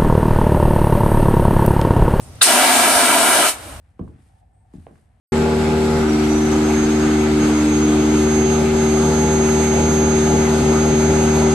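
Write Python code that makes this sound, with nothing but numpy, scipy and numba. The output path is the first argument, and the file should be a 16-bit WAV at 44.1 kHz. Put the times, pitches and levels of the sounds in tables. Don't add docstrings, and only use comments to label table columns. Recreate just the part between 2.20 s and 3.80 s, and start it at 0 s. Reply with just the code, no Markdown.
import sys
import numpy as np
from scipy import signal
from scipy.fft import rfft, irfft
from scipy.io import wavfile
from scipy.ndimage import uniform_filter1d
from numba import njit

SR = 44100
rng = np.random.default_rng(int(sys.argv[2]) if len(sys.argv) > 2 else 0)


def generate_wav(sig):
    pcm = np.round(np.clip(np.atleast_2d(sig).T, -1, 1) * 32767).astype(np.int16)
    wavfile.write(sys.argv[1], SR, pcm)


N = 70560


def undb(db):
    return 10 ** (np.asarray(db) / 20)


def set_rms(x, db):
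    return x * undb(db) / np.sqrt(np.mean(x ** 2))


def at_hz(table, hz):
    table = np.array(table, float)
    return np.interp(np.log(hz), np.log(table[:, 0]), table[:, 1])


def bump(t, peak_s, spread_s):
    return np.exp(-.5 * ((t - peak_s) / spread_s) ** 2)


def gate(t, start, rise_s, stop, fall_db_per_s):
    return np.clip((t - start) / rise_s, 0, 1) ** 1.4 * undb(-fall_db_per_s * np.clip(t - stop, 0, None))


def wobble(rate_hz):
    hold = int(SR / rate_hz)
    steps = np.repeat(rng.standard_normal(N // hold + 1), hold)
    return 1.46 * uniform_filter1d(uniform_filter1d(steps, hold), hold)[:N]


@njit
def bandpass(x, hz, width):
    y, band_state, low_state = np.empty(len(x)), 0., 0.
    for i in range(len(x)):
        g, damping = np.tan(np.pi * hz[i] / SR), width / hz[i]
        v = (band_state + g * (x[i] - low_state)) / (1 + g * (g + damping))
        band_state, low_state = 2 * v - band_state, low_state + 2 * g * v
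        y[i] = damping * v
    return y


def noise_band(hz, width, side_curve, pan_db=0., drift=0.):
    centre = hz * (1 + drift * wobble(4.32))
    noises = rng.standard_normal((2, N))
    for _ in range(2):
        noises = [bandpass(x, centre, 1.55 * width) for x in noises]
    mid, side = (set_rms(x, 0) for x in noises)
    sign = np.array([[1], [-1]])
    return (mid + undb(at_hz(side_curve, hz)) * side * sign) * undb(sign * pan_db / 2)


# f/Hz, relative density/dB
BED_TONE = [(25, -21), (50, -2.5), (90, 5), (130, -13), (175, -46), (210, -14), (300, -22.5), (600, -21.5),
            (1000, -27.5), (1700, -33.5), (6000, -38.5)]
# f/Hz, side minus mid/dB
BED_WIDTH = [(60, -24), (110, -16), (200, -8), (370, -7), (690, -6), (1260, -1), (2320, -2), (4260, 1),
             (7830, 4), (14400, -4)]
# t/s, gain/dB
RUMBLE_SWELLS = [(0, 1), (.03, 2), (.12, -3.5), (.18, 0.5), (.3, -2), (.57, 0.5), (1.05, 2), (1.3, -3),
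                 (1.45, 0), (1.56, 3.5), (1.6, 2)]

def outdoors(t):
    bed, swell_db = 0, np.interp(t, *np.array(RUMBLE_SWELLS).T)
    for hz in 30 * 2 ** (np.arange(16) / 2):
        db = at_hz(BED_TONE, hz) + 10 * np.log10(hz) + 1.2 * wobble(14.9) + (hz < 150) * swell_db
        bed += undb(db) * noise_band(hz, hz / 3, BED_WIDTH)
    air = undb(-65 + 2 * wobble(12)) * noise_band(11200, 12000, BED_WIDTH)
    return set_rms(bed, db=-36.5) + air


def yard_echo(blast, t, t60_s=0.87):
    tail = set_rms(undb(-60 * t / t60_s), db=-22.5)
    slap = set_rms(bump(t, peak_s=0.27, spread_s=0.052), db=-37.5)
    response = (tail + slap) / np.sqrt(N) * rng.standard_normal((2, N))
    wet = signal.fftconvolve(blast.mean(axis=0)[None], response, axes=1)[:, :N]
    return signal.lfilter(*signal.butter(1, 9100, fs=SR), wet)


# f/Hz, side minus mid/dB
SOURCE_WIDTH = [(60, -16), (200, -16.5), (370, -14), (690, -9.5), (1260, -4.5), (2320, -5), (4260, -3),
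                (6200, -0.5), (8700, -7.5), (11000, 1), (14400, -3.5)]
# t/s, level/dB
BRIGHT_TICKS = [(.156, -55), (1.413, -48), (1.571, -52)]

def rustle_and_ticks(t):
    rustle = undb(-63.5 + 3 * wobble(57)) * bump(t, peak_s=.045, spread_s=.035)
    ticks = sum(undb(db) * np.exp(-np.abs(t - when) / 0.0022) for when, db in BRIGHT_TICKS)
    return (rustle + ticks) * noise_band(7900, 4000, SOURCE_WIDTH)


# t/s, gain/dB
SIGH_FADER = [(1.25, -54), (1.36, -38.5), (1.42, -38.5), (1.49, -37.5), (1.54, -43), (1.6, -50)]
# f/Hz, bandwidth/Hz, relative level/dB
SIGH_COLOUR = [(283, 81, -4.5), (530, 280, -3), (660, 140, -2), (1200, 940, 0), (2800, 4600, -7.5),
               (8950, 7000, -14), (12400, 4000, -14)]

def bag_sigh(t):
    rush = sum(undb(db + 1.7 * wobble(20)) * noise_band(hz, width, SOURCE_WIDTH)
               for hz, width, db in SIGH_COLOUR)
    return undb(np.interp(t, *np.array(SIGH_FADER).T)) * (t > SIGH_FADER[0][0]) * rush


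# f/Hz, lag/rad
PORT_LAG = [(1500, 0), (3000, .5), (5000, 1.3), (7000, .6), (8600, .3), (10000, -.2), (11500, 1.2),
            (14500, 2.8)]

def bounce_and_ports(blast):
    hz = np.arange(N // 2 + 1) * SR / N + 1e-9
    delay_s, bounce_db = np.array([[.00305], [.00295]]), [[-12], [-8]]
    bounce = undb(bounce_db) * np.exp(-2j * np.pi * hz * delay_s) / (1 + 1j * hz / 9000)
    spectrum = rfft(blast) + bounce * rfft(blast.mean(axis=0))
    spectrum[1] *= np.exp(-1j * at_hz(PORT_LAG, hz))
    return irfft(spectrum, N)


VALVE_OPEN_S, VALVE_SHUT_S = 0.2096, 1.293
# f/Hz, bandwidth/Hz, relative level/dB
HORN_RING = [(1390, 350, -2), (2800, 400, -4), (3750, 300, 1), (4500, 400, -5)]

def valve_spit(t):
    burst = bump(t, peak_s=.2215, spread_s=.0048) * np.clip((t - VALVE_OPEN_S) / .003, 0, 1)
    ring = sum(undb(db) * noise_band(hz, width, SOURCE_WIDTH) for hz, width, db in HORN_RING)
    return undb(-10) * burst * ring


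# f/Hz, left minus right/dB
BLAST_PAN = [(60, 0.0), (110, 2), (200, 3), (370, 0.5), (690, 2.5), (1260, 0), (2320, 2.5), (4260, -0.5),
             (7830, 2), (14400, -5)]
# f/Hz, bandwidth/Hz, relative density/dB
ROAR_RESONANCES = [(189.3, 22, -18), (252.7, 38.2, -5.5), (354.3, 49, -12.5), (438.4, 56, -12.5),
                   (576, 70, -9.5), (715.5, 96.6, -4), (934, 128, -7), (1195, 62, -9.5), (1345, 115, -8.5),
                   (1553, 227, -10), (1994, 68, -16.5), (2304, 190, -12), (2930, 294, -15),
                   (3690, 40, -13.5)]
# t/s, boost/dB, spread/s
ROAR_PUFFS = [(.385, 3, .015), (.578, 3, .015), (.774, 4.5, .01), (1.17, 2, .07)]

def bag_roar(t, fill_s=0.2486, slack_s=1.2587):
    roar = 0
    puff_db = sum(db * bump(t, when, spread) for when, db, spread in ROAR_PUFFS)
    for hz, width, db in ROAR_RESONANCES:
        gain_db = db + 10 * np.log10(width / 100) + wobble(22.04) + (640 < hz < 800) * puff_db
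        stop = slack_s + 0.0063 * np.log2(hz / 700)
        flow = gate(t, fill_s, rise_s=0.038, stop=stop, fall_db_per_s=282)
        resonance = noise_band(hz, width, SOURCE_WIDTH, at_hz(BLAST_PAN, hz), drift=0.0141)
        roar += flow * undb(gain_db) * resonance
    return undb(-9.5) * roar


# f/Hz, relative density/dB
JET_TONE = [(150, -29), (400, -1.5), (1000, 1), (2500, 1.5), (4500, -0.5), (6500, -5), (10000, -7),
            (12000, -15.5), (14500, 0.5)]
# f/Hz, boost/dB
OPENING_SURGE = [(400, -2), (1200, 1.5), (3000, 0), (5500, 4), (9000, 10.5), (14000, 6)]
# f/Hz, loss/(dB/s)
PRESSURE_SAG = [(500, 5), (4000, 4.5), (9000, 2), (13000, 0)]

def jet_hiss(t, rise_s=0.017, surge_decay_s=0.023):
    hiss, swell_db = 0, 0.36 * wobble(5.2)
    closing_db = bump(t, VALVE_SHUT_S, spread_s=0.015)
    centres = 160 * 2 ** (np.arange(20) / 3)
    band_db = at_hz(JET_TONE, centres) + 10 * np.log10(centres)
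    band_db -= 10 * np.log10(np.sum(undb(2 * band_db)))
    for hz, db in zip(centres, band_db):
        start = VALVE_OPEN_S + .0035 * np.log10(hz / 1000)
        held_s = np.clip(t - start - rise_s, 0, None)
        surge_db = at_hz(OPENING_SURGE, hz) * np.exp(-held_s / surge_decay_s)
        sag_db = at_hz(PRESSURE_SAG, hz) * held_s
        gain_db = db + surge_db - sag_db + swell_db + 1.17 * wobble(15.22) + closing_db
        flow = gate(t, start, rise_s, VALVE_SHUT_S, fall_db_per_s=362)
        hiss += flow * undb(gain_db) * noise_band(hz, hz / 4, SOURCE_WIDTH, at_hz(BLAST_PAN, hz))
    return undb(-9.5) * hiss


def scene():
    t = np.arange(N) / SR
    blast = jet_hiss(t) + valve_spit(t) + bag_roar(t)
    return bounce_and_ports(blast) + bag_sigh(t) + rustle_and_ticks(t) + yard_echo(blast, t) + outdoors(t)


@njit
def follow(x, attack_s, release_s):
    y, envelope = np.empty(len(x)), 1e-4
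    for i in range(len(x)):
        envelope += (x[i] - envelope) / (SR * (attack_s if x[i] > envelope else release_s))
        y[i] = envelope
    return y


def record(dry, peak_hz=9000., peak_db=13.5, threshold_db=-34, ratio=1.427):
    peak = np.array([bandpass(channel, np.full(N, peak_hz), width=1690.) for channel in dry])
    bright = dry + (undb(peak_db) - 1) * peak
    envelope = follow(np.abs(bright).mean(axis=0), attack_s=0.016, release_s=0.078)
    gain = np.minimum(1, undb(threshold_db) / envelope) ** (1 - 1 / ratio)
    high_cut = signal.ellip(10, .2, 70, 14900, fs=SR, output="sos")
    return np.clip(signal.sosfilt(high_cut, np.clip(bright * gain, -1, 1)), -1, 1)


dry = scene()
out = record(dry)
generate_wav(out)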